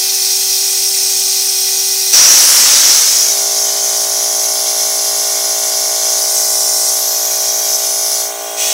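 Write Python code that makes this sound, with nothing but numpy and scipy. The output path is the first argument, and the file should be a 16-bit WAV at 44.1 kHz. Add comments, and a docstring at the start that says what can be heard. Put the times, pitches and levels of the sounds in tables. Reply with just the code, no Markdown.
"""Small compressor, slipping air hose

A home-built piston compressor hums on a tiled floor, each stroke ringing its shell, while air hisses
from a hose fitting held in a fist. The grip slips and the stored air leaves in a shrieking, roaring
blast that overloads the microphone; relieved of pressure, the pump runs a little faster and buzzes.
Later the fist opens a little, and near the end it pinches the leak almost shut for a moment."""
import sys
import numpy as np
from scipy import signal
from scipy.fft import rfft, irfft
from scipy.io import wavfile
from scipy.ndimage import uniform_filter1d

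SR = 44100
rng = np.random.default_rng(int(sys.argv[2]) if len(sys.argv) > 2 else 0)


def file_out(sig):
    """Save sig as 16-bit WAV at sys.argv[1]."""
    # one column per channel
    cols = np.atleast_2d(sig).T
    # limit, then scale
    lim = np.clip(cols, -1, 1)
    pcm = np.round(lim * 32767).astype(np.int16)
    wavfile.write(sys.argv[1], SR, pcm)


N = 384993
FRAME, HOP = 1024, 256
TIME = np.arange(N) / SR
HZ = np.fft.rfftfreq(FRAME, 1 / SR)
FRAME_TIME = np.arange(N // HOP + 5) * HOP / SR

# colour of the low rush around the pump [f/Hz, relative level/dB]
RUSH_COLOUR = [(20, -60), (150, -35), (260, -11), (330, -2), (600, 2.5), (1050, 0), (1170, 6), (1280, -7),
               (1450, 0), (1620, 2), (1780, 0), (3000, -14)]
# colour of the dull rumble under the hum [f/Hz, relative level/dB]
RUMBLE_COLOUR = [(20, -60), (100, -48), (150, -32), (190, -24), (225, 5), (260, 2.5), (340, -16),
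                 (600, -60)]
# fader curve of the rumble [t/s, level/dB]
RUMBLE_FADER = [(0, -57.5), (5, -54), (6, -68.5), (8.73, -65)]
# shell ring against full pressure: a hum [multiple of crank speed, relative level/dB]
LOADED_HARMONICS = [(1, -53), (2, -72), (3, -54), (4, -27), (5, -18), (6, -20), (7, 2.5), (8, -18),
                    (9, -21), (10, -35), (11, -13), (12, -41), (13, -8.5), (14, -2), (15, -11), (16, -16.5),
                    (17, -19), (18, -17), (19, -20), (20, -17), (21, -13), (22, -26), (23, -46), (24, -29),
                    (25, -25), (26, -12.5), (27, -12), (28, -25)]
# shell ring running free: a buzz [multiple of crank speed, relative level/dB]
FREE_HARMONICS = [(1, -43), (2, -68.5), (3, -76.5), (4, -33.5), (5, -15), (6, -16.5), (7, -3.5), (8, -10),
                  (9, -29), (10, -4), (11, 2), (12, -2.5), (13, -2.5), (14, -3), (15, -10.5), (16, -17.5),
                  (17, -17), (18, -8.5), (19, -11), (20, -9.5), (21, -15.5), (22, -22.5), (23, -35.5),
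                  (24, -24), (25, -11.5), (26, -11.5), (27, -29), (28, -19), (29, -17.5), (30, -34),
                  (31, -46), (32, -42), (33, -20), (34, -15.5), (35, -20), (36, -16.5)]
# fader curve of the pump, before its dip under the blast [t/s, level/dB]
PUMP_FADER = [(0, -34), (2.1, -33.5), (3.5, -27), (5.8, -26.5), (8.2, -27.5), (8.73, -25.5)]
# colour of the jet at high pressure [f/Hz, relative level/dB]
HIGH_PRESSURE_JET = [(1300, -22.5), (1800, -21), (2050, -11), (2300, -18.5), (2500, -11.5), (2900, -17.5),
                     (4000, -7), (4700, -3.5), (5600, 1), (6500, -3), (7200, -5.5), (8300, -5.5),
                     (11000, -10.5), (15700, -15)]
# colour of the jet at low pressure [f/Hz, relative level/dB]
LOW_PRESSURE_JET = [(1300, -17.5), (1750, -21.5), (2200, -14), (2700, -22), (3500, -14.5), (4600, -8),
                    (5700, 0.96), (6500, -1.46), (7300, -6), (9000, -9.5), (10500, -11), (11700, -14),
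                    (13000, -16.5), (15700, -16.5)]
# peaks and notches of fitting and fist at depth 1 [f/Hz, width/Hz, level/dB tight, eased, pinched]
FIST_RESONANCES = [(2540, 130, 4, -0.5, 3.5), (2710, 98, -2.5, -3, 1), (2930, 250, 2.5, 2, 4),
                   (3326, 120, 3, 0, 2), (4700, 150, -1.5, -3.5, -8), (5250, 70, 3, -0.5, -11),
                   (5540, 41, 2.5, -4, 1), (5730, 58, 3, 0.5, 3), (6110, 76, 3, 3.5, 5),
                   (6520, 96, 4.5, -6, 5), (6560, 107, -1.5, 7.5, -1), (7100, 260, -4.5, -1.5, 0),
                   (7750, 140, -4.5, -4, 5), (8230, 78, -1.5, 2, 4), (8480, 500, -1, -3, 2.5),
                   (10040, 51, -4, 5, -6), (10700, 190, -1, 1.5, -7), (12000, 210, 2, 0.5, 2),
                   (12250, 200, 4, 3, -1), (12900, 83, 6, 5, -1), (13400, 180, 1, 1, -1),
                   (14400, 240, 4, 6, 7), (15100, 500, 6.5, -0.5, 7)]
# broad hump where the jet grazes the fingers [t/s, f/Hz, level/dB]
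FINGER_GRAZE = [(0, 8400, -1.5), (.9, 8300, 3.5), (2.7, 8500, -0.5), (3.3, 11900, 2.5), (3.7, 8800, -1),
                (4.7, 11100, 5), (6.2, 11000, 2), (6.4, 7760, 0), (6.85, 9250, 1), (7.05, 12900, 8.5),
                (7.55, 13400, 1), (7.9, 10500, 6), (8.73, 10300, 2.5)]
# echo off the tiles as the hand moves the jet [t/s, delay/ms]
FLOOR_DELAY = [(0, 2.2), (2.1, 2.1), (3.2, 1.18), (3.7, 1.65), (4.7, 1.44), (6.15, 1.44), (7.15, 1.15),
               (8.2, 1.42), (8.73, 1.1)]
# colour of the blast's roar [f/Hz, relative level/dB]
ROAR_COLOUR = [(20, -31), (100, -38), (170, -22), (260, -1.5), (500, 4), (1500, 7), (2100, 4.5), (3200, 8),
               (6000, -36)]

# gestures [start/s, attack/s, hold/s, release/s]
SLIP = (2.127, 0.0099, 0.81, 0.51)  # the grip slips and the stored air escapes
SPRAY = (2.25, .16, .14, .14)  # the gap is at its widest
OPEN = (6.15, .2, .55, 0.21)  # the fist opens a little
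SHUT = (8.2, .14, 0.22, 0.044)  # the fingers pinch the leak almost shut


def gain_of(db):
    """Decibels to amplitude."""
    return 10 ** (np.asarray(db) / 20)


def unit_rms(x):
    """Scales to rms 1."""
    return x / np.sqrt(np.mean(x ** 2) + 1e-20)


def follow(rows, t):
    """Every column of an automation table at the times t."""
    times, *columns = np.transpose(rows)
    return [np.interp(t, times, column) for column in columns]


def colour(points):
    """An EQ curve in dB on the frequency grid."""
    hz, db = np.transpose(points)
    return np.interp(np.log(HZ + 1), np.log(hz), db)


def bell(hz, width_hz):
    """Bell-shaped EQ band of height 1."""
    return np.exp(-((HZ - hz) / width_hz) ** 2)


def shelf(hz, steepness):
    """Rises from 0 below hz to 1 above it."""
    return HZ ** steepness / (HZ ** steepness + hz ** steepness)


def noise(shape):
    """Noise whose short-time amplitude spectrum follows shape."""
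    real, imag = rng.standard_normal((2, len(FRAME_TIME), len(HZ)))
    frames = (real + 1j * imag) * shape
    return signal.istft(frames.T, nperseg=FRAME, noverlap=FRAME - HOP)[1][:N] / np.sqrt(2 / 3)


def waver(hz, size=N):
    """Random drift of rms 1, rolled off above hz, in size steps across the scene."""
    f = np.fft.rfftfreq(size, N / SR / size)
    return unit_rms(irfft(rfft(rng.standard_normal(size)) / (1 + (f / hz) ** 4), size))


def envelope(gesture, t):
    """Attack, hold and release of a gesture, 0-1."""
    start, attack, hold, release = gesture
    return np.clip(np.minimum((t - start) / attack, 1 - (t - start - attack - hold) / release), 0, 1)


def since(gesture, t, wait_s=0):
    """Seconds counted from wait_s after a gesture starts, 0 until then."""
    return np.maximum(t - gesture[0] - wait_s, 0)


def begun(gesture, t):
    """Rises with a gesture's attack and stays at 1."""
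    return np.minimum(since(gesture, t) / gesture[1], 1)


def pressure_relief(t, drain_s=.62):
    """The tank drains after the slip: 0 at full pressure, 1 running free."""
    return 1 - np.exp(-since(SLIP, t) / drain_s)


def rush_and_rumble(rush_db=-43.5):
    """The bed: air and vibration around the pump, each gently swelling."""
    rush = gain_of(rush_db + 1.7 * waver(5.2)) * unit_rms(noise(gain_of(colour(RUSH_COLOUR))))
    rumble_db = follow(RUMBLE_FADER, TIME)[0] + 2.0 * waver(3)
    return rush + gain_of(rumble_db) * unit_rms(noise(gain_of(colour(RUMBLE_COLOUR))))


def piston_knock(harmonics, lag=.02, count=42):
    """Complex harmonics of one stroke, rms 1: a blunt knock whose upper ring leads its lower thud."""
    listed, db = np.transpose(harmonics)
    multiple = np.arange(1, count + 1)
    strength = gain_of(np.interp(multiple, [*listed, listed[-1] + 4], [*db, -45]))
    radiated = multiple ** 6 / (multiple ** 6 + 2.5 ** 6)  # a small shell gives off little bass
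    knock = strength * radiated * np.exp(1j * lag * multiple ** 2)
    return knock / np.linalg.norm(knock) * np.sqrt(2)


def pump(loaded_hz=55.59, free_hz=57.55, creep_hz_per_s=.09, jitter=0.0011, flutter=0.042, dip_db=-14):
    """One knock a turn rings the shell; as pressure goes, the crank speeds up and hum opens to buzz."""
    relief = pressure_relief(TIME)
    level_db = follow(PUMP_FADER, TIME)[0] + dip_db * envelope(SLIP, TIME) ** 2
    crank_hz = loaded_hz + relief * (free_hz - loaded_hz) + creep_hz_per_s * since(OPEN, TIME)
    crank = np.exp(2j * np.pi * np.cumsum(crank_hz * (1 + jitter * waver(12.5))) / SR)
    hum, partial = np.zeros(N), np.ones(N, complex)
    for loaded, free in zip(piston_knock(LOADED_HARMONICS), piston_knock(FREE_HARMONICS)):
        partial = partial * crank  # next harmonic up
        room_phase = np.exp(0.74j * rng.standard_normal())  # reflections smear the knock
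        wander = np.interp(TIME, FRAME_TIME, gain_of(.6 * waver(0.84, len(FRAME_TIME))))
        hum += wander * (room_phase * partial * (loaded + relief * (free - loaded))).real
    return hum * gain_of(level_db) * (1 + flutter * waver(19))


def colour_depth(t, high_pressure=0.88, low_pressure=1.06, slip_loss=0.68):
    """How strongly fist and echoes colour the jet; most of it goes while the grip slips."""
    depth = high_pressure + pressure_relief(t) * (low_pressure - high_pressure)
    return depth * (1 - slip_loss * envelope(SLIP, t))


def jet_tremble(t, at_rest=0.058, settle_s=.8):
    """The jet shakes (0-1): slightly at rest, fully when the grip slips or the fist opens."""
    unsettled = begun(SLIP, t) * np.exp(-since(SLIP, t, wait_s=SLIP[2]) / settle_s)
    return np.clip(at_rest + unsettled + envelope(OPEN, t), 0, 1)


def room_comb(t, floor_db=-13, sweep_db=5.5, walls_db=-3.5, wall_echoes=14):
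    """Floor and walls comb the hiss; the teeth slide when the jet swings and swirl when it trembles."""
    floor_ms = follow(FLOOR_DELAY, t)[0] + 0.696 * envelope(OPEN, t)
    swing_ms = 0.402 * (floor_ms - floor_ms.mean())
    tremble = jet_tremble(t)
    shake_ms = 0.029 * tremble * waver(5.6, len(t))[:, None]
    # a restless jet sweeps over the tiles, which throw more of it back
    floor_gain = gain_of(floor_db + sweep_db * tremble)
    echoes = floor_gain * np.exp(-2j * np.pi * HZ * (floor_ms + shake_ms) / 1000)
    wall_gain = gain_of(walls_db) / np.sqrt(wall_echoes)
    scatter = rng.uniform(-0.994, 1, (wall_echoes, 2))
    for base_ms, (spread, lean) in zip(np.geomspace(2.2, 11, wall_echoes), scatter):
        wall_ms = base_ms * (1 + spread / 10) + swing_ms * (1 + lean / 2) + lean * shake_ms
        echoes += wall_gain * np.exp(-2j * np.pi * HZ * wall_ms / 1000)
    return abs(1 + colour_depth(t) * echoes)


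def fist_eq(t, open_bend=0.073, open_loss=0.35):
    """The fist's EQ in dB: cavity pitches that sink as it opens, a grazing hump, a breathy skirt."""
    pinch, opened = begun(SHUT, t), envelope(OPEN, t)
    hz, width_hz, *grips_db = np.transpose(FIST_RESONANCES)
    bands = bell(hz[:, None], width_hz[:, None])
    bend = 1 - open_bend * opened
    tight, eased, pinched = (np.interp(HZ / bend, HZ, db @ bands) for db in grips_db)
    held = tight + pressure_relief(t) * (eased - tight)
    cavity_db = colour_depth(t) * (1 - open_loss * opened) * (held + pinch * (pinched - held))
    graze_hz, graze_db = follow(FINGER_GRAZE, t)
    skirt_db = (9.5 * pinch ** 2 - 2.5 * opened) * bell(2720, width_hz=1500)
    return cavity_db + graze_db * bell(graze_hz, width_hz=1000) + skirt_db


def leak(high_pressure_db=-13, low_pressure_db=-14, flicker_db=0.23, patchy_db=0.83):
    """The jet hisses around the fitting's resonance; pressure and hand ride its level and treble."""
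    t = FRAME_TIME[:, None]
    relief = pressure_relief(t)
    slip, spray, opened, shut = (envelope(gesture, t) for gesture in (SLIP, SPRAY, OPEN, SHUT))
    regrip = begun(OPEN, t) * (1 - opened)
    pressure_db = high_pressure_db + relief * (low_pressure_db - high_pressure_db)
    hand_db = 6.5 * slip + 1.4 * opened - 10 * shut
    treble_db = (-3 * slip + 5 * spray + 2.5 * opened + 3 * shut) * shelf(7400, steepness=10)
    sizzle_db = (2 * slip - 2 * spray + 2.5 * regrip) * shelf(11600, steepness=20)
    jet_db = (1 - relief) * colour(HIGH_PRESSURE_JET) + relief * colour(LOW_PRESSURE_JET)
    jet = gain_of(jet_db + fist_eq(t) + treble_db + sizzle_db) * room_comb(t) * shelf(1500, steepness=4)
    jet /= np.linalg.norm(jet, axis=1, keepdims=True)  # the EQ moves the tone, not the level
    # turbulence: the whole jet flickers, and patches of it come and go
    patches = uniform_filter1d(rng.standard_normal(jet.shape), size=10, axis=0)
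    patches = unit_rms(uniform_filter1d(patches, size=24, axis=1))
    gusts_db = flicker_db * waver(32, len(t))[:, None] + patchy_db * patches
    return noise(jet * gain_of(pressure_db + hand_db + gusts_db))


def gap_shriek(hz=5800, level_db=-8, hold_s=0.18, fade_db_per_s=40, widen_hz_per_s=900):
    """The gap whistles loud and narrow, holds, then fades and widens."""
    width_hz = 270 + widen_hz_per_s * since(SLIP, FRAME_TIME[:, None], hold_s)
    peak = 1 / (1 + ((HZ - hz) / width_hz) ** 2)
    peak /= np.linalg.norm(peak, axis=1, keepdims=True)
    return noise(peak) * gain_of(level_db - fade_db_per_s * since(SLIP, TIME, hold_s))


def blast(roar_db=-20.5, hold_s=0.46, fall_db_per_s2=27.5, whistle_hz=7740, whistle_width_hz=45):
    """Air bursts out: a shriek over a roar and thin whistle that die ever faster as the tank empties."""
    shriek = gap_shriek()
    whistle_peak = 1 / (1 + ((HZ - whistle_hz) / whistle_width_hz) ** 2)
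    whistle = gain_of(-3) * unit_rms(noise(whistle_peak))
    roar = unit_rms(noise(gain_of(colour(ROAR_COLOUR))))
    fall_db = fall_db_per_s2 * since(SLIP, TIME, hold_s) ** 2
    flicker_db = waver(66)
    return begun(SLIP, TIME) * (shriek + (roar + whistle) * gain_of(roar_db - fall_db + flicker_db))


def scene():
    """Everything reaches one microphone, so both channels are alike."""
    mono = pump() + leak() + blast() + rush_and_rumble()
    return np.array([mono, mono])


def record(dry, ceiling=0.98, low_cut_hz=130, high_cut_hz=15800):
    """The microphone flattens the blast's peaks and passes little bass; a steep cut trims the top."""
    oversampled = signal.resample_poly(dry, 2, 1, axis=1)
    clipped = oversampled / (1 + (oversampled / ceiling) ** 16) ** (1 / 16)
    squashed = signal.resample_poly(clipped, 1, 2, axis=1)
    thinned = signal.lfilter(*signal.butter(1, low_cut_hz, "high", fs=SR), squashed)
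    high_cut = signal.firwin(1023, high_cut_hz, window=("kaiser", 9), fs=SR)
    return signal.oaconvolve(thinned, high_cut[None], "same")


dry = scene()
out = record(dry)
file_out(out)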